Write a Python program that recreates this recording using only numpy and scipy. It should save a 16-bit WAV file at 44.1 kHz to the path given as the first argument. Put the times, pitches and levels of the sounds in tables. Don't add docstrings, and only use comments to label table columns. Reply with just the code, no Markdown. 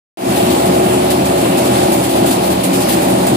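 import sys
import numpy as np
from scipy import signal
from scipy.fft import rfft, irfft
from scipy.io import wavfile

SR = 44100
rng = np.random.default_rng(int(sys.argv[2]) if len(sys.argv) > 2 else 0)


def boost(x):
    u = np.asarray(x, float) / 20
    return 10 ** u


def digitize_waveform(pressure):
    field = np.atleast_2d(pressure).T
    bounded = np.clip(field, -1, 1)
    quanta = np.round(bounded * 32767).astype(np.int16)
    wavfile.write(sys.argv[1], SR, quanta)


N = 148176


def curve(rows):
    return np.interp(np.arange(N) / SR, *np.transpose(rows))


def at_hz(points, hz):
    table_hz, values = np.array(points).T
    return np.interp(np.log(np.maximum(hz, 1)), np.log(table_hz), values)


def rms_one(x):
    return x / np.sqrt(np.mean(x ** 2) + 1e-20)


def drift(rate_hz):
    pole = np.exp(-80 * np.pi * rate_hz / SR)
    noise = rng.standard_normal(N // 40 + 2002)
    slow = signal.lfilter([1], [1, -2 * pole, pole * pole], noise)[2000:]
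    return np.interp(np.arange(N) / 40, np.arange(len(slow)), rms_one(slow - slow.mean()))


def pan(db):
    return boost(db * np.array([[0.5], [-0.5]]))


def bands(hz, spectra, gain_for):
    place = 2 * np.log2(np.maximum(hz, 1) / 30)
    out = 0
    for k in range(20):
        band = irfft(spectra * np.clip(1 - abs(place - k), 0, 1), N)
        out = out + gain_for(30 * 2 ** (k / 2)) * band
    return out


# pitch_hz, likeness [0-1]
PORT_LIKENESS = [(30, .92), (70, 1), (300, 1), (450, 1), (800, 0.68), (1300, 0.31), (2300, .3), (6000, 0)]
# pitch_hz, lag_ms
LEFT_PORT_LAG = [(60, 0.18), (250, 0.2), (450, 0.6), (700, 0.53), (1300, 0.35), (2300, 0.452)]


def ports(direct, scattered):
    hz = np.arange(N // 2 + 1) * SR / N
    alike = np.clip(at_hz(PORT_LIKENESS, hz), 0, 1)
    lead = np.exp(2j * np.pi * hz * at_hz(LEFT_PORT_LAG, hz) / 1000)
    left = rfft(direct)
    right = alike * lead * left + np.sqrt(1 - alike ** 2) * rfft(scattered)
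    return hz, np.array([left, right])


# start_s, pitch_hz
ENGINE_SPEED = [
    (0.3, 364.6),
    (1.5, 364.3),
    (3.36, 363.8),
]


def crank():
    firing_s = 1.6515
    turns = np.cumsum(curve(ENGINE_SPEED) / 12) / SR
    return turns - turns[int(firing_s * SR)] % 1


FAN_ORDER_LEVELS = [
    -57,
    -36,
]


def fan():
    shaft_hz = 39.7
    turns = np.cumsum(shaft_hz * (1 + 0.0028 * drift(2.6))) / SR
    out = 0
    for order, level_db in enumerate(FAN_ORDER_LEVELS, 1):
        level = boost(level_db + 2.0 * drift(3.6))
        out = out + np.sqrt(2) * level * np.sin(2 * np.pi * order * turns)
    return out


# order [multiple of firing rate], level_db, left_right_db
ENGINE_ORDERS = [(4, -34, 1), (6, -28.5, 2.5), (9, -25.5, -0.5), (10, -34, 0), (12, -22.5, 4),
                 (14, -37.5, 9), (19, -29.5, -11), (20, -30, -3.5), (22, -27.5, -2), (24, -46, -16),
                 (27, -38.5, 3)]


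def engine(turns):
    firing_hz, flutter_db, flutter_hz = 30.37, 2.5, 5.2
    out = np.zeros((2, N))
    for order, level_db, pan_db in ENGINE_ORDERS:
        order_hz = order * firing_hz
        lag_turns = order_hz * at_hz(LEFT_PORT_LAG, order_hz) / 1000
        lag = np.array([[-lag_turns], [0]])
        level = boost(level_db + flutter_db * drift(flutter_hz)) * pan(pan_db)
        out += np.sqrt(2) * level * np.sin(2 * np.pi * (order * turns + lag + rng.random()))
    return out


def throb(turns):
    kick_depth, recoil_depth, spread_db, decay_turns = 1.08, 0.84, 2, 0.23
    halves = np.floor(2 * turns + 2).astype(int)
    size = boost(spread_db * rng.standard_normal(N // 100))[halves]
    kick = np.where(halves % 2, recoil_depth, kick_depth) * size
    since_kick_turns = (2 * turns % 1) / 2
    return 1 + kick * np.exp(-since_kick_turns / decay_turns)


# pitch_hz, level_db [dB per Hz]
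LEFT_ROAR = [(40, -28), (90, -15), (180, -5), (370, -1), (420, -9), (700, -5), (1150, -20), (2200, -27.5)]
RIGHT_ROAR = [(40, -24), (90, -15), (180, -5.5), (350, -5.5), (410, -9.5), (680, -5.5), (1150, -18),
              (2200, -30.5)]
# pitch_hz, width_hz, depth_db
ECHO_GAPS = [
    (288, 18, -6),
    (352, 12, -9),
    (410, 24, -7),
    (900, 25, -4),
]


def roar(turns):
    level_db, patchy_db, low_cut_hz = -15, 0.5, 68
    hz, both = ports(*(throb(turns) * rng.standard_normal((2, N))))
    colour = boost(np.array([at_hz(LEFT_ROAR, hz), at_hz(RIGHT_ROAR, hz)]))
    colour = colour * np.minimum(1, (2200 / (hz + 1)) ** 2)
    colour = colour / np.sqrt(1 + (low_cut_hz / (hz + 1)) ** 6)
    for gap_hz, width_hz, depth_db in ECHO_GAPS:
        colour = colour * boost(depth_db / (1 + (2 * (hz - gap_hz) / width_hz) ** 4))
    noise = bands(hz, both * colour, lambda band_hz: boost(patchy_db * drift(2.3)))
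    return boost(level_db) * rms_one(noise)


# pitch_hz, width_hz, level_db, left_right_db
SHEET_PANELS = [(128.3, 12, -32, -4), (194.4, 27, -29, -2.5), (241, 32, -32, 1), (332.8, 18, -24, 5.5),
                (437.6, 5.1, -38.5, 9.5), (541.7, 12, -31, -1), (660, 12, -30.5, 3.5), (681.5, 14, -32, 3),
                (698, 6.1, -38, -7), (743, 7.2, -30.5, -1.5), (794.3, 26, -31.5, -10), (834, 19, -30.5, -5),
                (935, 11, -34, 1.5), (1078, 27, -41, -7)]


def panels():
    hz, both = ports(*rng.standard_normal((2, N)))
    out = np.zeros((2, N))
    for centre_hz, width_hz, level_db, pan_db in SHEET_PANELS:
        ring = irfft(both / (1 + (2 * (hz - centre_hz) / width_hz) ** 2), N)
        out += boost(level_db) * pan(pan_db) * rms_one(ring)
    return out


# pitch_hz, level_db [dB per Hz]
LEFT_SEED = [(900, 5.5), (1700, -7), (2600, 1), (4500, -3.5), (6200, -10.5), (8500, -11), (10000, -5),
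             (15500, -13)]
RIGHT_SEED = [(900, -1), (1800, -3), (4500, -6.5), (6000, -11), (7000, -5), (8800, -2), (11000, -9.5),
              (15500, -12.5)]


def patter():
    seeds_per_s, spread_db = 14000, 2
    sizes = boost(spread_db * np.minimum(rng.exponential(1, (2, N)), 5))
    sizes = sizes * rng.choice([-1, 1], (2, N))
    hits = rng.random((2, N)) < seeds_per_s / SR
    hz, both = ports(*(sizes * hits))
    colour = boost(np.array([at_hz(LEFT_SEED, hz), at_hz(RIGHT_SEED, hz)]))
    both = both * colour * np.minimum(1, (hz / 900) ** 2)
    return hz, both / np.std(irfft(both, N))


# start_s, level_db [peak], hold_s, left_right_db
SEED_SURGES = [(0.294, -21, 0.014, -3), (0.358, -12.5, 0.02, 7), (0.502, -13, 0.023, 8),
               (0.654, -15.5, 0.02, 3), (0.85, -19, 0.023, -2), (0.9194, -17, 0.028, 0.1),
               (1.101, -7.5, 0.014, 1), (1.251, -13, 0.017, 0.1), (1.3714, -17, 0.02, 0.1),
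               (1.4094, -18.5, 0.014, 0.1), (1.571, -12, 0.018, -2), (1.652, -14.5, 0.02, 0.1),
               (1.7144, -19, 0.018, 2), (1.8294, -17, 0.012, 2), (1.919, -10.5, 0.018, -1),
               (2.033, -13, 0.018, -1), (2.092, -14, 0.02, 1), (2.157, -15, 0.027, 7),
               (2.258, -11.5, 0.039, -1), (2.308, -8.5, 0.018, 1), (2.416, -15.5, 0.06, 3),
               (2.501, -13, 0.03, 2), (2.6339, -9.5, 0.018, -3.5), (2.731, -11, 0.027, 0.1),
               (2.803, -14, 0.034, 1), (2.885, -8.5, 0.037, 1.5), (2.923, -10, 0.022, -1),
               (3.018, -14.5, 0.023, 1), (3.095, -19, 0.024, 5), (3.265, -11.5, 0.017, -5)]


def surge_power():
    gain_db, attack_s, release_s = -7.5, 0.0017, 0.022
    t = np.arange(N) / SR
    power = np.zeros((2, N))
    for start_s, level_db, hold_s, pan_db in SEED_SURGES:
        rise = np.clip((t - start_s) / attack_s, 0, 1)
        fall = np.exp(-np.maximum(t - start_s - hold_s, 0) / release_s)
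        power += (boost(level_db + gain_db) * pan(pan_db) * rise * fall) ** 2
    return power


# start_s, level_db
SEED_STREAM = [
    (0.4, -28),
    (0.47, -27.5),
    (1.26, -29.5),
    (1.75, -27),
    (2.34, -29.5),
    (2.53, -31),
    (2.86, -28.5),
    (3.36, -29),
]


def seeds():
    stream_gain_db, tilt_db_per_octave, patchy_db = 6.5, 3, 1.1
    surge = surge_power()
    stream = boost(curve(SEED_STREAM) + stream_gain_db)
    shake = drift(27.0)

    def gain(hz):
        bright = boost(tilt_db_per_octave * np.log2(hz / 8000))
        patchy = boost(patchy_db * (0.32 * shake + drift(5.9)))
        return np.sqrt(stream ** 2 + surge * bright ** 2) * patchy

    return bands(*patter(), gain)


# start_s, level_db
DRUM_LOAD = [(0.4, -15), (0.94, -14), (0.96, -15.5), (1.94, -14.5), (2.12, -20), (2.16, -12), (2.34, -17),
             (2.53, -14.5), (2.63, -19.5), (2.79, -15), (2.81, -17.5), (3.14, -13.5), (3.15, -16.5),
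             (3.36, -15)]


def scene():
    load_share = 0.66
    turns, load_db = crank(), curve(DRUM_LOAD)
    machine = fan() + engine(turns) + roar(turns) + panels()
    return boost(load_share * (load_db - load_db.mean())) * machine + seeds()


def top_cut(x):
    return signal.sosfilt(signal.butter(12, 16310, fs=SR, output="sos"), x)


def record(dry):
    start_s, fade_from_db, fade_s = 0.1724, -17, 0.17
    top, top_cut_hz, rumble_cut_hz = 0.95, 15510, 22
    bass_late_hz, bass_late_s = 170, 0.076
    t = np.arange(N) / SR - start_s
    hz = np.arange(N // 2 + 1) * SR / N
    rounded = top * np.tanh(dry / top)
    cut = rfft(rounded) * (hz < top_cut_hz) / (1 + (rumble_cut_hz / (hz + 1)) ** 4)
    bass = irfft(cut / (1 + (hz / bass_late_hz) ** 4), N)
    late = irfft(cut, N) - np.exp(-np.maximum(t, 0) / bass_late_s) * bass
    fade = (t > 0) * np.clip(boost(fade_from_db) + t / fade_s, 0, 1)
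    return top_cut(late * fade)


dry = scene()
out = record(dry)
digitize_waveform(out)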